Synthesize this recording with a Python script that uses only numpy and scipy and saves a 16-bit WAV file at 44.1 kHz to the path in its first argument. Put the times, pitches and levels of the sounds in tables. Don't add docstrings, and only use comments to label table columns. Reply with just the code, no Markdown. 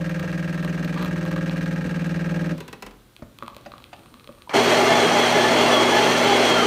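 import sys
import numpy as np
from scipy import signal
from scipy.fft import rfft, irfft, next_fast_len
from scipy.io import wavfile

SR = 44100
rng = np.random.default_rng(int(sys.argv[2]) if len(sys.argv) > 2 else 0)


def persist_wave(psi):
    counts = np.round(np.clip(psi, -1, 1) * 32767).astype(np.int16)
    wavfile.write(sys.argv[1], SR, np.atleast_2d(counts).T)


N = 293706
MAINS_HZ = 60.015


def amp(db):
    return 10 ** (np.asarray(db) / 20)


def rms_one(x):
    return x / np.sqrt(np.mean(x ** 2) + 1e-20)


def in_time(rows):
    s, *columns = np.transpose(rows)
    return [np.interp(np.arange(N) / SR, s, column) for column in columns]


def ramp(s, length):
    return np.clip((np.arange(N) / SR - s) / length, 0, 1)


def clicks(s, size):
    out = np.full(N, 1e-18)
    np.add.at(out, np.clip((np.asarray(s) * SR).astype(int), 0, N - 1), size)
    return out


def grains(per_s, spread_db):
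    sizes = amp(spread_db * np.minimum(rng.exponential(1, N), 4)) * rng.choice([-1, 1], N)
    return sizes * (rng.random(N) < per_s / SR) + 1e-18


def drift(rate):
    r = np.exp(-80 * np.pi * rate / SR)
    steps = rng.standard_normal(N // 40 + 2002)
    slow = signal.lfilter([1], [1, -2 * r, r * r], steps)[2000:]
    return np.interp(np.arange(N) / 40, np.arange(len(slow)), rms_one(slow))


def ring(x, hz, t60):
    r = 10 ** (-np.log10(1000) / (t60 * SR))
    w = 2 * np.pi * hz / SR
    return signal.lfilter([0, np.sin(w)], [1, -2 * r * np.cos(w), r * r], x)


def strike(s, db, modes, scatter_db, sense=-1):
    scatter = scatter_db * rng.standard_normal((len(s), len(modes)))
    out = 0
    for k, (hz, level_db, t60) in enumerate(modes):
        blows = clicks(s, amp(db + level_db + scatter[:, k]))
        out = out + sense ** k * ring(blows, hz, t60)
    return out


def fade(x, t60):
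    return signal.lfilter([1], [1, -amp(-60 / (t60 * SR))], x)


def soften(x, hz):
    r = np.exp(-2 * np.pi * hz / SR)
    return signal.lfilter([(1 - r) ** 2], [1, -2 * r, r * r], x)


def dip(x, hz, width, depth):
    return x - np.clip(depth, 0, 1) * signal.lfilter(*signal.iirpeak(hz, hz / width, fs=SR), x)


def hiss(spectrum, envelope):
    edges = 24 * 2 ** np.arange(0, 9.6, .5)
    white = rng.standard_normal((2, N))
    centres = np.sqrt(edges[1:] * edges[:-1])
    hz, db = np.transpose(spectrum)
    gains = amp(np.interp(np.log(centres), np.log(hz), db))
    gains /= np.sqrt(np.sum(gains ** 2 * np.diff(edges)) * 2 / SR)
    out = 0
    for k, (gain, centre, low, high) in enumerate(zip(gains, centres, edges, edges[1:])):
        band = signal.butter(2, [low, high], "band", fs=SR, output="sos")
        out = out + gain * envelope(centre) * signal.sosfilt(band, white[k % 2])
    return out


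# pitch in Hz, relative level in dB per Hz.
KITCHEN_COLOUR = [(25, 9), (45, 4), (90, 6.5), (125, 3), (170, 4), (240, 5), (340, 1.5), (500, -3),
                  (800, -12), (1200, -4), (1700, -14.5), (3500, -11.5), (6000, -29), (15500, -72.5)]
# time in seconds, level in dB.
KITCHEN_LEVEL = [(2.5, -46), (2.62, -46), (2.75, -51.5), (3.2, -57.5), (3.6, -51), (4.4, -54.5)]
HUM_DB = -59


def kitchen():
    noise = hiss(KITCHEN_COLOUR, lambda hz: amp(0.5 * drift(28)))
    hum = amp(HUM_DB + drift(3.2)) * np.sin(4 * np.pi * MAINS_HZ * np.arange(N) / SR)
    return amp(in_time(KITCHEN_LEVEL)[0]) * noise + hum


# time in seconds, housing gain in dB, plunger and squirt gain in dB.
PUMP_LEVEL = [(0.0, -2, -0.5), (2.5, -0.5, 0)]
RESTS = [(-29, 10), (12, 57), (62, 107), (109, 151)]
# pitch in Hz, relative level in dB, time to fall 60 dB in seconds.
HOUSING = [(58, -49, 0.35), (96.4, -42, 0.48), (120.8, -57, 0.66), (159.8, -24.5, 0.37),
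           (178.15, -26.5, 0.25), (251.6, -33, 0.42), (296.2, -33, 0.13), (320.9, -39.5, 0.31),
           (341.7, -41.5, 0.37), (377, -36, 0.063), (446.6, -39, 0.12), (462.5, -42.5, 0.18),
           (518.6, -40.5, 0.35), (551, -40, 0.54), (596, -41, 0.2), (668, -53, 0.23), (734, -51, 0.2),
           (837, -50, 0.15)]
# pitch in Hz, relative level in dB, time to fall 60 dB in seconds.
PLUNGER = [(1170, -65, 0.078), (1279, -44.5, 0.18), (1341, -45.5, 0.21), (1560, -32, 0.0083),
           (1548, -39.5, 0.068), (1633, -31.5, 0.1), (1720, -45, 0.12), (1824, -36.5, 0.065),
           (1970, -45, 0.1), (2237, -35, 0.023), (2447, -48, 0.17), (2670, -41, 0.07), (2870, -43, 0.016),
           (3860, -53, 0.079), (4395, -51.5, 0.054), (5200, -75, 0.028), (6000, -54, 0.023),
           (6470, -43.5, 0.019), (8450, -51, 0.037)]
# pitch in Hz, relative level in dB per Hz.
SQUIRT = [(300, -45), (600, -5), (850, -11), (1200, -10), (1900, -7), (2700, -9), (4000, -17), (6300, -13),
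          (8400, -29), (10000, -30), (11700, -20), (15500, -31)]
FIRST_STROKE_S, STROKE_CYCLES = .0102, 151
SECOND_STROKE_DB, RETURN_S, RETURN_DB = -2, .0065, -8
PULL_S = -0.0027
SHOVE_SCATTER_DB, STUMBLE_DB = .7, 1
WANDER_DB = 2.5
SQUIRT_DB, FLOW_DB = -42, -49
TREBLE_FADE = .12


def pump():
    cycle = np.arange(RESTS[0][0], STROKE_CYCLES)
    rests = np.concatenate([np.arange(first, last + 1, 3) for first, last in RESTS])
    resting = np.isin(cycle, rests)
    strokes = cycle[~resting]
    s = FIRST_STROKE_S + strokes / MAINS_HZ
    after_rest = np.roll(resting, 1)[~resting]
    db = SECOND_STROKE_DB * ~after_rest

    lead = SR // 2
    shoves = np.zeros(N + 2 * lead)
    opens_run = np.isin(strokes, [first - 1 for first, _ in RESTS])
    shove_db = SHOVE_SCATTER_DB * rng.standard_normal(len(s)) + STUMBLE_DB * opens_run
    shoves[(s * SR).astype(int) + lead] = amp(shove_db)
    housing = 0
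    for k, (hz, level_db, t60) in enumerate(HOUSING):
        delay_s = PULL_S if hz < 200 else RETURN_S
        ringing = ring(shoves, hz, t60)[lead - int(SR * delay_s):][:N]
        housing = housing + (-1) ** k * amp(level_db + WANDER_DB * (hz > 200) * drift(1.6)) * ringing

    s, db = s[s > 0], db[s > 0]
    s = s + 3e-5 * rng.standard_normal(len(s))
    plunger = strike(s, db, PLUNGER, scatter_db=1.2)
    plunger = plunger + strike(s + RETURN_S, db + RETURN_DB, PLUNGER, scatter_db=2)

    blows = clicks(s, amp(db + 0.64 * rng.standard_normal(len(s)))) + clicks(s + RETURN_S, amp(-10.5))
    spit = 0.27 * drift(37)
    flow = amp(FLOW_DB) * np.interp(np.arange(N) / SR, [2.53, 2.65], [1, 0])

    def squirt_envelope(hz):
        burst = soften(fade(blows, 0.069 * (2000 / hz) ** TREBLE_FADE), 320)
        burst = amp(SQUIRT_DB) * burst * amp(np.log2(hz / 500) * spit)
        return burst + flow * (1000 / hz) ** 0.62

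    squirt = hiss(SQUIRT, squirt_envelope)
    housing_db, plunger_db = in_time(PUMP_LEVEL)
    return amp(housing_db) * housing + amp(plunger_db) * (soften(plunger, 6600) + squirt)


# start in seconds, then the levels of snap, glass tone and spray in dB.
DROPS = [(0.0957, -33.5, -55, -48), (0.197, -26.5, -32, -41), (0.317, -35, -43, -52),
         (0.627, -34, -47, -48), (0.648, -26, -17, -40), (0.848, -27, -25, -40), (0.9425, -36, -35, -48),
         (1.026, -26, -35, -42), (1.048, -26.5, -17.5, -42), (1.058, -32, -38, -46), (1.083, -40, -43, -52),
         (1.253, -33, -27, -46), (1.316, -28.5, -24, -46), (1.363, -28, -19, -47), (1.496, -24, -26, -51),
         (1.571, -35, -50, -50), (1.6592, -32, -41, -50), (2.0675, -45, -50, -45), (3.165, -34.5, -39, -51),
         (3.3873, -35, -36, -48), (3.425, -39, -22, -58), (3.4338, -37, -26, -50), (3.4632, -39, -49, -57),
         (3.48, -27.5, -21.5, -45), (3.5, -42, -40, -57), (3.547, -38, -43, -52),
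         (3.566, -30.5, -26.5, -44), (3.582, -44, -47, -58), (3.612, -50, -47, -58), (3.653, -45, -44, -60),
         (3.719, -32.5, -31, -56), (3.738, -49, -32, -62), (3.781, -40, -35, -54), (3.802, -43, -36, -58),
         (3.823, -43, -43, -60), (3.8413, -29, -45, -50), (3.965, -41, -44, -60), (3.9935, -44, -55, -62),
         (4.034, -44, -45, -62), (4.0594, -43, -38, -57), (4.1413, -40, -37, -54), (4.197, -41, -37, -60),
         (4.2437, -44, -45, -60), (4.2746, -35.5, -31, -54), (4.291, -47, -33, -60), (4.325, -43, -54, -57),
         (4.35, -50, -48, -65), (4.385, -47, -45, -62), (4.421, -37, -38, -54)]
# start in seconds, drops per second, level in dB.
SPATTER = [(0, 56, -47), (2.55, 17.6, -73), (3.38, 60, -59)]
# pitch in Hz, relative level in dB, time to fall 60 dB in seconds.
TICK = [(2590, -8, 0.0085), (3300, 1, 0.0036), (3960, -4.5, 0.0054)]
# pitch in Hz, relative level in dB, time to fall 60 dB in seconds.
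GLASS = [(570, -13.5, 0.029), (987, -5, 0.0078), (1186, -1.5, 0.014), (1650, -25.5, 0.052)]
# pitch in Hz, relative level in dB, time to fall 60 dB in seconds.
SPRAY = [(7240, -1, 0.0043), (8850, 2.5, 0.0045), (11700, 4, 0.0025), (14000, 4, .003)]
SPATTER_END_S = 4.5
SPLASH_S, SPLASH_LENGTH_S, SPLASH_PER_S, SPLASH_DB = 0.96, 0.11, 700, -43
MIST_DB = -23
SNAP_LOW_HZ, SNAP_HIGH_HZ = 1900, 4800


def drops():
    t = np.arange(N) / SR
    start, stage_per_s, stage_db = np.transpose(SPATTER)
    stage = np.searchsorted(start[1:], t)
    splash = (t > SPLASH_S) & (t < SPLASH_S + SPLASH_LENGTH_S)
    per_s = np.where(splash, SPLASH_PER_S, stage_per_s[stage])
    small_db = np.where(splash, SPLASH_DB, stage_db[stage])
    small = amp(small_db) * grains(per_s * (t < SPATTER_END_S), spread_db=2)
    patter = sum(amp(db) * ring(small, hz, t60) for hz, db, t60 in TICK)
    plink = sum(amp(db) * ring(small, hz, t60) for hz, db, t60 in GLASS)
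    mist = sum(amp(db + MIST_DB) * ring(small, hz, t60) for hz, db, t60 in SPRAY)

    s, snap_db, tone_db, spray_db = np.transpose(DROPS)
    snap = strike(s, snap_db, TICK, scatter_db=3.9, sense=1)
    tone = strike(s, tone_db, GLASS, scatter_db=3.9, sense=-1)
    spray = strike(s, spray_db, SPRAY, scatter_db=3.9, sense=1)
    thin = signal.butter(3, [SNAP_LOW_HZ, SNAP_HIGH_HZ], "band", fs=SR, output="sos")
    snaps = signal.sosfilt(thin, snap + patter)
    return snaps + soften(tone + amp(6) * plink, 4900) + spray + mist


# start in seconds,
# relative level in dB, hardness in dB per octave, pitch favoured by the place of the blow in Hz,
# share of the free ring time.
KNOCKS = [(.236, -29, -3, 595, .3), (1.849, -18, -6, 450, 0.33), (3.191, -47, 0, 330, 0.81),
          (3.222, -24.5, 3, 252, 0.25), (3.432, -38.5, -3, 237, 0.86), (3.49, -41, 2, 240, .7),
          (3.66, -26, 3, 690, 0.76), (3.93, -28.5, 5.5, 960, 0.68), (3.986, -46, -2, 330, 2.7),
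          (4.115, -48, 1, 252, 1.4), (4.29, -34, -3, 330, 0.57)]
# pitch in Hz, relative level in dB, free time to fall 60 dB in seconds.
KNOCKED_PARTS = [(231, -22.5, 0.28), (245, -19, 0.11), (326, -18.5, 0.13), (577, -13, 0.079),
                 (666, -15.5, 0.063), (770, -26, 0.04), (950, -17.5, 0.037), (1250, -27, 0.052),
                 (1510, -28, .03), (1800, -13, 0.007), (2150, -29, 0.0076), (2640, -22.5, 0.011),
                 (3000, -34, .01), (3640, -30, 0.0083), (4700, -31, 0.011), (6640, -37, 0.0065)]
FAVOUR_DB, FAVOUR_OCTAVES = 9, 0.35


def knocks():
    out, size = np.zeros(N), SR // 2
    for s, db, hard_db, near_hz, share in KNOCKS:
        start = int(s * SR)
        chatter = soften(fade(clicks([0], 0.19), 0.039), 180) * rng.standard_normal(N)
        blow = (clicks([0, .004], 0.71) + chatter)[:size]
        for hz, level_db, t60 in KNOCKED_PARTS:
            favour_db = FAVOUR_DB * np.exp(-(np.log2(hz / near_hz) / FAVOUR_OCTAVES) ** 2)
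            mode_db = db + level_db + hard_db * np.log2(hz / 700) + favour_db
            out[start:start + size] += rng.choice([-1, 1]) * amp(mode_db) * ring(blow, hz, t60 * share)
    return out


# start in seconds, relative level in dB.
VALVES = [(2.579, -38.5), (2.604, -33.5), (2.6795, -35.5), (2.728, -32), (2.823, -30), (2.8635, -34.5),
          (2.909, -46)]
# pitch in Hz, relative level in dB per Hz.
VALVE_COLOUR = [(88, -41), (150, -8), (234, -1.5), (509, -1.5), (796, -11), (948, -6), (2550, -10.5),
                (2920, -10), (3690, -12), (15500, -25)]
# pitch in Hz, relative level in dB, time to fall 60 dB in seconds.
VALVE_BODY = [(502, -29.5, 0.035), (1000, -25, 0.028), (1920, -29, .02), (2600, -28, 0.021)]
VALVE_T60_S = 0.057
THUD_S, THUD_HZ, THUD_DB, THUD_T60_S = 2.83, 44.8, -35, 1


def valves():
    length = 9000
    def envelope(hz):
        t60 = VALVE_T60_S * (2000 / hz) ** .3
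        out = np.zeros(N)
        for s, db in VALVES:
            start = int(s * SR)
            out[start:start + length] += amp(db - 60 * np.arange(length) / (SR * t60))
        return out

    pressure = hiss(VALVE_COLOUR, lambda hz: soften(envelope(hz), hz / 4))
    rattle = soften(envelope(1000), 150) * rng.standard_normal(N)
    body = sum(amp(db) * ring(rattle, hz, t60) for hz, db, t60 in VALVE_BODY)
    thud = amp(THUD_DB) * ring(soften(clicks([THUD_S], 0.79), 33), THUD_HZ, THUD_T60_S)
    return pressure + body + thud


# pitch in Hz, width of each resonance in Hz, level in dB.
WHISTLE = [(8660, 260, -72), (9620, 280, -74)]
WHISTLE_S, WHISTLE_RISE_S = 3.6, .45


def whistle():
    out = 0
    for hz, width, db in WHISTLE:
        t60 = np.log(1000) / (np.pi * width)
        noise = ring(ring(rng.standard_normal(N), hz, t60), hz, t60)
        out = out + amp(db) * rms_one(noise)
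    return out * ramp(WHISTLE_S, WHISTLE_RISE_S)


# start in seconds, relative level in dB, pitch in Hz.
RELAY = [(4.474, -28, 970), (4.4945, -27, 2340), (4.504, -34, 2330), (4.513, -38, 2400), (4.524, -28, 2280)]
RELAY_SWELL_T60_S, RELAY_T60_S = 0.0073, 0.027


def relay():
    out = 0
    for s, db, hz in RELAY:
        swell = ring(clicks([s], 0.03), hz, RELAY_SWELL_T60_S)
        out = out + amp(db) * ring(swell, hz, RELAY_T60_S)
    return out


SWAY_SHARE, SWAY_PER_S = .035, 5


def sway(x, hz):
    if hz > 1000:
        return x
    return np.interp(np.cumsum(1 + SWAY_SHARE * drift(SWAY_PER_S)) % N, np.arange(N), x)


# pitch in Hz, relative level in dB per Hz.
CRUSH = [(21, -55), (35, -47), (85, -33), (107, -42), (158, -13), (203, -25), (237, -11), (269, -2),
         (657, 0), (1010, -6), (3360, -10.5), (3720, -16), (6030, -21), (15500, -50)]
# pitch in Hz, width in Hz, relative level in dB.
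HOPPER = [(169.3, 14, -5), (391, 27, 3), (410.4, 35, -4), (452, 120, -12.5), (632, 11, -12), (651, 43, 1.5),
          (794, 24, -11), (837, 37, -3), (1020, 27, -32), (1214, 65, -9), (1364, 100, -13.5),
          (1738, 21, -7), (2066, 41, -8), (2160, 26, -6.5), (3160, 32, -11.5), (3262, 95, -9.5),
          (4085, 39, -14.5), (4266, 42, -13), (4377, 70, -15.5), (4570, 41, -20), (5390, 74, -21),
          (5950, 160, -18.5), (6640, 110, -23.5), (8330, 77, -26), (8830, 45, -25.5), (11910, 50, -27.5)]
# time in seconds, treble flare in dB before its weighting by pitch.
JAMS = [(4.72, 3), (4.97, 2), (5.24, 5), (5.7, 4), (6.43, 4)]
# pitch in Hz, width in Hz, depth from 0 to 1.
CASING_DIPS = [(544, 10, 0.83), (3590, 50, 0.9), (4510, 80, 0.6)]
QUIET_S, FULL_S, FULL_RISE_S = 4.494, 4.532, .012
QUIET_DB, GRIND_DB = -29, -17
SETTLE_DB, SETTLE_S = 0.5, 0.86
DULL_DB, DULL_HZ = 9, 2300
FLARE_S = .07


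def beans():
    t, full = np.arange(N) / SR, ramp(FULL_S, FULL_RISE_S)
    settle_db = SETTLE_DB * (1 - ramp(FULL_S, SETTLE_S))
    load_db = QUIET_DB + np.sqrt(full) * (GRIND_DB - QUIET_DB + settle_db)
    flare_db = sum(db * np.clip(1 - np.abs(t - s - FLARE_S / 2) / FLARE_S, 0, 1) for s, db in JAMS)
    dull_db = DULL_DB * ramp(QUIET_S, 0.0092) * (1 - full)

    def tilt_db(hz):
        treble = np.clip(np.log2(hz / 1200) / 7.2, 0, 1)
        dulled = (hz > DULL_HZ) + 1.4 * (hz < 750)
        return flare_db * treble - dull_db * dulled

    surge = drift(12.7)
    cracks = fade(np.abs(grains(230, spread_db=2.5)), 0.11)
    grit = np.sqrt(1 + 0.19 * rms_one(cracks) ** 2)
    crush = hiss(CRUSH, lambda hz: grit * amp(tilt_db(hz) + 0.62 * surge + 0.38 * drift(23)))
    chips = grains(2500, spread_db=1.0) * grit
    hopper = 0
    for hz, width, db in HOPPER:
        mode = rms_one(ring(chips, hz, np.log(1000) / (np.pi * width)))
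        hopper = hopper + amp(db + tilt_db(hz) + 2.0 * drift(7.1)) * np.sqrt(width) * sway(mode, hz)
    no_bass = signal.butter(6, 140, "high", fs=SR, output="sos")
    out = signal.sosfilt(no_bass, amp(-3.5) * crush + amp(-3.0) * rms_one(hopper))
    for hz, width, depth in CASING_DIPS:
        out = dip(out, hz, width, depth)
    return (t > QUIET_S) * amp(load_db) * out


# pitch in Hz, level in dB rms.
MOTOR = [(120, -40), (240, -29.5)]


def motor():
    t, hum = np.arange(N) / SR, 0
    for hz, db in MOTOR:
        phase = 2 * np.pi * hz * t + 0.11 * drift(4.6)
        hum = hum + amp(db + 0.44 * drift(13)) * np.sqrt(2) * np.sin(phase)
    return hum + amp(-50.5) * rms_one(ring(rng.standard_normal(N), 64, 0.057))


# time in seconds, pitch in Hz, peak level in dB.
WHINE = [(4.55, 3360, -33), (4.71, 3350, -34), (4.76, 3260, -39), (4.82, 3444, -41), (4.93, 3450, -32),
         (5.0, 3395, -31), (5.07, 3230, -25), (5.12, 3220, -35), (5.17, 3420, -35), (5.23, 3400, -25),
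         (5.3, 3265, -36), (5.34, 3410, -30), (5.44, 3470, -33), (5.55, 3360, -31), (5.64, 3454, -42),
         (5.72, 3420, -28), (5.79, 3260, -23), (5.87, 3370, -31), (5.97, 3435, -32), (6.08, 3400, -42),
         (6.2, 3430, -34.5), (6.36, 3360, -27.5), (6.43, 3400, -33), (6.52, 3205, -22.5), (6.66, 3070, -30)]
WHINE_FLUTTER_DB, WHINE_WAVER_HZ = 2.5, 18


def whine():
    hz, db = in_time(WHINE)
    phase = 2 * np.pi * np.cumsum(hz + WHINE_WAVER_HZ * drift(41.0)) / SR
    return amp(db + WHINE_FLUTTER_DB * drift(35)) * np.sin(phase)


# start in seconds, length in seconds, start pitch in Hz, end pitch in Hz,
# peak level in dB.
SQUEALS = [(4.77, 0.093, 825, 833, -24), (4.898, 0.15, 860, 804, -23), (5.099, 0.12, 805, 827, -23),
           (5.312, 0.19, 825, 839, -22.5), (5.877, 0.21, 815, 850, -22), (6.241, .12, 830, 803, -21),
           (4.817, 0.13, 2750, 2810, -32), (4.878, 0.097, 1770, 1770, -28), (5.326, 0.19, 1730, 1740, -26),
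           (5.55, 0.22, 2790, 2770, -32), (5.677, .18, 1140, 1137, -26.5),
           (5.685, 0.088, 1743, 1726, -26.5), (5.906, .09, 1707, 1736, -24),
           (5.973, 0.203, 2810, 2740, -32.5), (6.079, 0.11, 1804, 1760, -28),
           (6.227, 0.18, 3120, 3090, -32), (6.547, 0.062, 1440, 1324, -21), (6.617, 0.037, 1180, 1320, -18),
           (6.429, 0.085, 1190, 1156, -31)]
SQUEAL_RISE_S = 0.021


def squeals():
    waver, flutter = 9 * drift(25), amp(2.5 * drift(30))
    out = 0
    for s, length, start_hz, end_hz, db in SQUEALS:
        hz = start_hz + (end_hz - start_hz) * ramp(s, length) + waver
        envelope = ramp(s, SQUEAL_RISE_S) * (1 - ramp(s + length - SQUEAL_RISE_S, SQUEAL_RISE_S))
        out = out + amp(db) * envelope * np.sin(2 * np.pi * np.cumsum(hz) / SR)
    return flutter * out


def grinder():
    hum_rise = np.interp(np.arange(N) / SR, [4.53, 4.57], [0, 1])
    return beans() + hum_rise * (motor() + whine()) + squeals()


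ROOM_T60_S, ROOM_CUT_HZ, ROOM_DB = 0.72, 2000, -19


def room(x):
    size = next_fast_len(N + SR)
    hz = np.arange(size // 2 + 1) * SR / size
    t60 = ROOM_T60_S / (1 + hz / ROOM_CUT_HZ)
    tail = 0
    for k, lag in enumerate(rng.uniform(0.0087, .035, 8)):
        echo = amp(-60 * lag / t60) * np.exp(-2j * np.pi * hz * lag)
        tail = tail + (-1) ** k * echo / (1 - echo)
    return irfft(rfft(x, size) * tail, size)[:N]


def scene():
    background = kitchen() + pump()
    small = drops() + knocks() + valves() + relay()
    return (background + small + amp(ROOM_DB) * room(small) + whistle() + grinder())[None]


MIC_HISS_DB, MIC_LOW_HZ, CUTOFF_HZ = -62.5, 35.7, 15900


def record(dry):
    heard = dry + amp(MIC_HISS_DB) * rng.standard_normal(N)
    heard = signal.sosfilt(signal.butter(4, MIC_LOW_HZ, "high", fs=SR, output="sos"), heard)
    return signal.sosfilt(signal.cheby2(16, 48, CUTOFF_HZ, fs=SR, output="sos"), heard)


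dry = scene()
out = record(dry)
persist_wave(out)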